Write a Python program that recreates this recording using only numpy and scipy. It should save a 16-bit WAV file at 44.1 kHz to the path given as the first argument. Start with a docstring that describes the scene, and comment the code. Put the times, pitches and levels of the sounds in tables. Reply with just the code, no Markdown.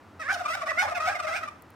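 """Turkeys in a walled farmyard.

A flock gobbles in chorus a few metres away. Each syrinx gives jittering harmonics, shaped by throat
and beak and echoed by walls and ground. Gliding yelps break into a rasp as they rise and overlap quick
runs of short throaty notes. Low rumble and faint outdoor hiss lie underneath; two tiny ticks sound close."""
import sys
import numpy as np
from scipy import signal
from scipy.fft import rfft, irfft
from scipy.io import wavfile

SR = 44100
rng = np.random.default_rng(int(sys.argv[2]) if len(sys.argv) > 2 else 0)


def unload_wav(signal):
    """Save mono or channel-first audio to the path in sys.argv[1] as 16-bit WAV at rate SR, clipped to [-1, 1]."""
    wavfile.write(
        sys.argv[1],
        SR,
        np.round(np.clip(np.atleast_2d(signal).T, -1, 1) * 32767).astype(np.int16),
    )


N = 77175

# One curve per yelp: (time [s], pitch [Hz], harmonics 1, 2, 3 [relative dB], treble [relative dB])
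YELP_CURVES = [
    [(0.2, 649.4, -44, -37, -47.5, -48), (0.222, 627, -49.5, -38.5, -32, -43),
     (0.24, 512, -50, -49, -41, -45.5), (0.276, 591, -51, -40.5, -33, -50),
     (0.298, 751.7, -38, -19.5, -32.5, -46), (0.318, 791.6, -45, -22.5, -40, -41.5),
     (0.326, 802, -29.5, -45, -44, -44), (0.35, 728, -62, -31, -58, -36)],
    [(0.503, 658.8, -32.5, -28.5, -43, -37.5), (0.523, 648, -53, -35.5, -32, -42),
     (0.553, 773, -35, -30.5, -42, -40)],
    [(0.68, 634, -35, -60, -33, -49.5), (0.703, 669.4, -37, -47, -25.5, -38.5),
     (0.718, 574.5, -33.5, -25.5, -34, -46)],
    [(0.776, 673.4, -31.5, -32, -28, -54), (0.79, 723, -39.5, -22, -24.5, -37),
     (0.814, 736.6, -33.5, -26.5, -25, -36), (0.833, 879.6, -25, -33.5, -56, -37.5),
     (0.866, 787, -30.5, -37.5, -61, -55)],
    [(0.995, 625, -60, -36, -43, -63), (1.062, 639, -36.5, -29, -43, -39.5),
     (1.1, 817.6, -28.5, -29.5, -35, -44), (1.13, 803, -59, -38, -63, -57)],
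    [(1.27, 625.3, -37.5, -35, -64, -49), (1.33, 672.3, -36.5, -35.5, -36, -47.5),
     (1.368, 829, -41, -34.5, -31.5, -43), (1.395, 705, -63, -39.5, -50, -53)],
]
# Near gobble notes: (centre time [s], pitch [Hz], harmonics 1, 2, 3 [relative dB])
GOBBLE_NOTES = [(0.36, 695, -34, -50, -60), (0.412, 714.6, -30.5, -39, -50),
                (0.461, 593.7, -42.5, -25, -55), (0.49, 627.5, -66, -28, -64),
                (0.578, 682.3, -39, -35.5, -47), (0.623, 575, -55, -30, -47),
                (0.636, 663, -34.5, -59, -43.5), (0.673, 582, -51, -30.5, -45),
                (0.886, 600, -35.5, -33, -40), (0.925, 693.4, -30, -46, -44),
                (0.958, 839, -44.5, -41, -37.5), (0.975, 700, -30, -34, -35),
                (1.009, 622.7, -32.5, -26.5, -44), (1.081, 728.5, -26, -32.5, -29.5),
                (1.159, 708, -36.5, -52, -33.5), (1.204, 606.6, -48, -31, -64), (1.25, 630, -34, -44, -47),
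                (1.278, 696, -48, -37, -36.5), (1.438, 636.5, -45, -34.5, -41),
                (1.484, 594, -54.5, -34, -53)]
# Note shape by pitch: (pitch [Hz], half length [s], log-pitch fall [1/s])
NOTE_SHAPES = [(600.5, .014, 1.58), (700.2, 0.018, 4.455)]
# Far flock envelope: (time [s], level [relative dB])
FLOCK_ENVELOPE = [(.29, -40.5), (.75, -39.5), (.86, -36), (1.33, -35), (1.47, -45)]
# Far flock timbre: (harmonics 1, 2, 3 [relative dB], treble [relative dB])
FLOCK_TIMBRE = (-6, -1.5, -12, -11)
# Throat and beak treble resonances: (frequency [Hz], level [relative dB])
TREBLE_SPECTRUM = [(2400, 16), (3100, 2), (3700, 3.5), (4500, -1), (5200, 3.5), (7400, -6), (8300, -5.5),
                   (11000, -13.5)]
# Narrow beak resonances: (frequency [Hz], boost [dB])
BEAK_PEAKS = [(3550, 2.7), (5250, 2.03), (8300, 3.6)]
# Stereo lean of the birds: (frequency [Hz], left minus right [dB])
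EAR_BALANCE = [(1250, 1), (2050, -7.5), (5500, 9), (11000, -3.5)]
# Close ticks: (time [s], level [dB])
TICK_EVENTS = [(1.622, -35.5), (1.704, -41.5)]
# Rumble envelope: (time [s], level [dB])
RUMBLE_ENVELOPE = [(.6, -60), (.95, -50.5), (1.3, -57.5)]
# Outdoor hiss: (frequency [Hz], density [relative dB])
HISS_SPECTRUM = [(40, -30), (80, -7), (170, -5), (270, 0.5), (450, -7), (1200, -6.5), (3000, -22.5),
                 (15000, -42.5)]


def yelps(gain_db=-1.5, fade_s=.007, clear_hz=740, strained_hz=778):
    """Long gliding calls; the voice turns from clear to rasping as pitch rises."""
    out = np.zeros((2, N))
    for curve in YELP_CURVES:
        times_s, *columns = np.transpose(curve)
        t = np.arange(times_s[0] - fade_s, times_s[-1] + fade_s, 1 / SR)
        hz, *levels_db = [np.interp(t, times_s, column) for column in columns]
        gate = np.minimum(np.minimum(t - t[0], t[-1] - t) / fade_s, 1)
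        roughness = np.interp(hz, [clear_hz, strained_hz], [.15, .45])
        add(out, t[0], amp(gain_db) * gate * syrinx(hz, levels_db, roughness))
    return out


def gobbles(treble_offset_db=-13):
    """Runs of short notes from the nearest birds."""
    out = np.zeros((2, N))
    for centre_s, hz, *levels_db in GOBBLE_NOTES:
        treble_db = max(levels_db[1:]) + treble_offset_db
        add_note(out, centre_s, hz, levels_db + [treble_db])
    return out


def add_note(out, centre_s, hz, levels_db):
    """One gobble note swells and fades; higher notes last longer and fall faster."""
    pitches_hz, *columns = np.transpose(NOTE_SHAPES)
    half_s, fall_per_s = [np.interp(hz, pitches_hz, column) for column in columns]
    t = np.arange(-half_s, half_s, 1 / SR)
    swell = np.cos(np.pi / 2 * t / half_s) ** 2
    add(out, centre_s - half_s, swell * syrinx(hz * np.exp(-fall_per_s * t), levels_db, roughness=.15))


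def syrinx(hz, levels_db, roughness, harmonics=22, jitter_depth=.031, jitter_hz=151, rasp_hz=248):
    """Turkey voice: jittering harmonics, each in a band of rasp, spread between the ears."""
    n = len(hz)
    *low_db, treble_db = levels_db
    jitter, flutter = wobble(jitter_hz, 2, n)
    phase = 2 * np.pi * np.cumsum(hz * (1 + jitter_depth * roughness * jitter)) / SR
    k = np.arange(1, harmonics + 1)[:, None]
    treble = amp(at_hz(TREBLE_SPECTRUM, k[len(low_db):] * hz))
    treble *= amp(treble_db) / np.linalg.norm(treble, axis=0)
    gains = np.vstack([amp(db) * np.ones(n) for db in low_db] + [treble])
    rasp = roughness * k ** .35   # upper harmonics are rougher
    in_phase = (flutter + wobble(rasp_hz, harmonics, n)) / np.sqrt(2)
    shake = in_phase + 1j * wobble(rasp_hz, harmonics, n)
    partials = gains * (1 + rasp * shake) / np.sqrt(.5 + rasp ** 2) * np.exp(1j * k * phase)
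    mid = partials.imag.sum(axis=0)
    side = amp(-4) * (partials.real * rng.choice([-1, 1], (harmonics, 1))).sum(axis=0)
    return np.array([mid + side, mid - side])


def far_flock(notes_per_s=55, pitch_hz=653, log_spread=.077):
    """Birds further back: quieter notes at uneven times and pitches."""
    out = np.zeros((2, N))
    times_s, levels_db = np.transpose(FLOCK_ENVELOPE)
    for slot_s in np.arange(times_s[0], times_s[-1], 1 / notes_per_s):
        centre_s = slot_s + rng.random() / notes_per_s
        hz = pitch_hz * np.exp(log_spread * rng.normal())
        add_note(out, centre_s, hz, np.interp(centre_s, times_s, levels_db) + np.array(FLOCK_TIMBRE))
    return out


def throat_and_beak(x, low_cut_hz=518, notch_hz=915):
    """The throat cuts the lows and one narrow band; the beak adds narrow peaks."""
    x = butter(x, low_cut_hz, "high", order=10)
    x = signal.lfilter(*signal.iirnotch(notch_hz, Q=23, fs=SR), x)
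    for hz, boost_db in BEAK_PEAKS:
        x = x + (amp(boost_db) - 1) * signal.lfilter(*signal.iirpeak(hz, Q=26.5, fs=SR), x)
    return x


def yard_response(t60_s=.41, echoes_per_s=1000, gain_db=-8, cutoff_hz=18000):
    """Scattered echoes off walls and ground, different at each ear."""
    t = np.arange(SR // 2) / SR
    strengths = rng.standard_normal((2, len(t)))
    arrivals = rng.random((2, len(t))) < echoes_per_s / SR
    echoes = strengths * arrivals * amp(-60 * t / t60_s)
    echoes /= np.linalg.norm(echoes, axis=1, keepdims=True)
    return amp(gain_db) * butter(echoes, cutoff_hz, "low", order=1)


def pan(x, right_lag_s=.00003):
    """Each band leans to one side; the right ear hears slightly later."""
    hz = np.fft.rfftfreq(N, 1 / SR)
    lean = amp(at_hz(EAR_BALANCE, hz))
    delay = np.exp(-2j * np.pi * hz * right_lag_s)
    ears = np.array([lean, delay]) * np.sqrt(2 / (1 + lean ** 2))
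    return irfft(rfft(x) * ears, N)


def ticks(low_cut_hz=10500, decay_s=.0016):
    """Tiny bright clicks close by."""
    out = np.zeros((2, N))
    t = np.arange(SR // 20) / SR
    for start_s, level_db in TICK_EVENTS:
        burst = rng.standard_normal((2, len(t))) * np.exp(-t / decay_s)
        snap = butter(burst, low_cut_hz, "high")
        add(out, start_s, amp(level_db) * snap / np.abs(snap).max())
    return out


def rumble(centre_hz=90.8, half_width_hz=9):
    """Narrow band of low noise, swelling mid-scene."""
    hz = np.fft.rfftfreq(N, 1 / SR)
    band = 1 / (1 + ((hz - centre_hz) / half_width_hz) ** 2)
    noise = unit_rms(irfft(rfft(rng.standard_normal(N)) * band, N))
    level_db = np.interp(np.arange(N) / SR, *np.transpose(RUMBLE_ENVELOPE))
    return noise * amp(level_db)


def outdoor_hiss(gain_db=-53, side_db=-13):
    """Steady faint noise, nearly centred."""
    spectrum = amp(at_hz(HISS_SPECTRUM, np.fft.rfftfreq(N, 1 / SR)))
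    mid, side = unit_rms(irfft(rfft(rng.standard_normal((2, N))) * spectrum, N))
    return amp(gain_db) * (mid + amp(side_db) * np.array([side, -side]))


def amp(db):
    """Decibels to gain."""
    return 10 ** (np.asarray(db) / 20)


def unit_rms(x):
    """Scale to unit power."""
    return x / np.sqrt(np.mean(x ** 2))


def at_hz(points, hz):
    """Interpolate a spectrum on a log-frequency axis."""
    knots_hz, values = np.transpose(points)
    return np.interp(np.log(np.maximum(hz, 1)), np.log(knots_hz), values)


def butter(x, hz, kind, order=2):
    """Butterworth filter."""
    return signal.sosfilt(signal.butter(order, hz, kind, fs=SR, output="sos"), x)


def wobble(cutoff_hz, rows, n):
    """Rows of low-passed noise, RMS near 1, n samples long (0.25 s at most)."""
    return unit_rms(butter(rng.standard_normal((rows, SR // 4)), cutoff_hz, "low"))[:, :n]


def add(out, start_s, sound):
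    """Mix a sound in at a start time."""
    i = int(start_s * SR)
    out[:, i:i + sound.shape[-1]] += sound[:, :N - i]


def scene():
    """Birds and their yard echoes over the background."""
    background = outdoor_hiss() + rumble() + ticks()
    yard = yard_response()
    birds = throat_and_beak(yelps() + gobbles() + far_flock())
    echoes = signal.fftconvolve(birds, yard, axes=1)[:, :N]
    return pan(birds + echoes) + background


def record(dry):
    """Steep low-pass at 15.9 kHz."""
    return signal.sosfilt(signal.ellip(10, .1, 80, 15900, fs=SR, output="sos"), dry)


dry = scene()
out = record(dry)
unload_wav(out)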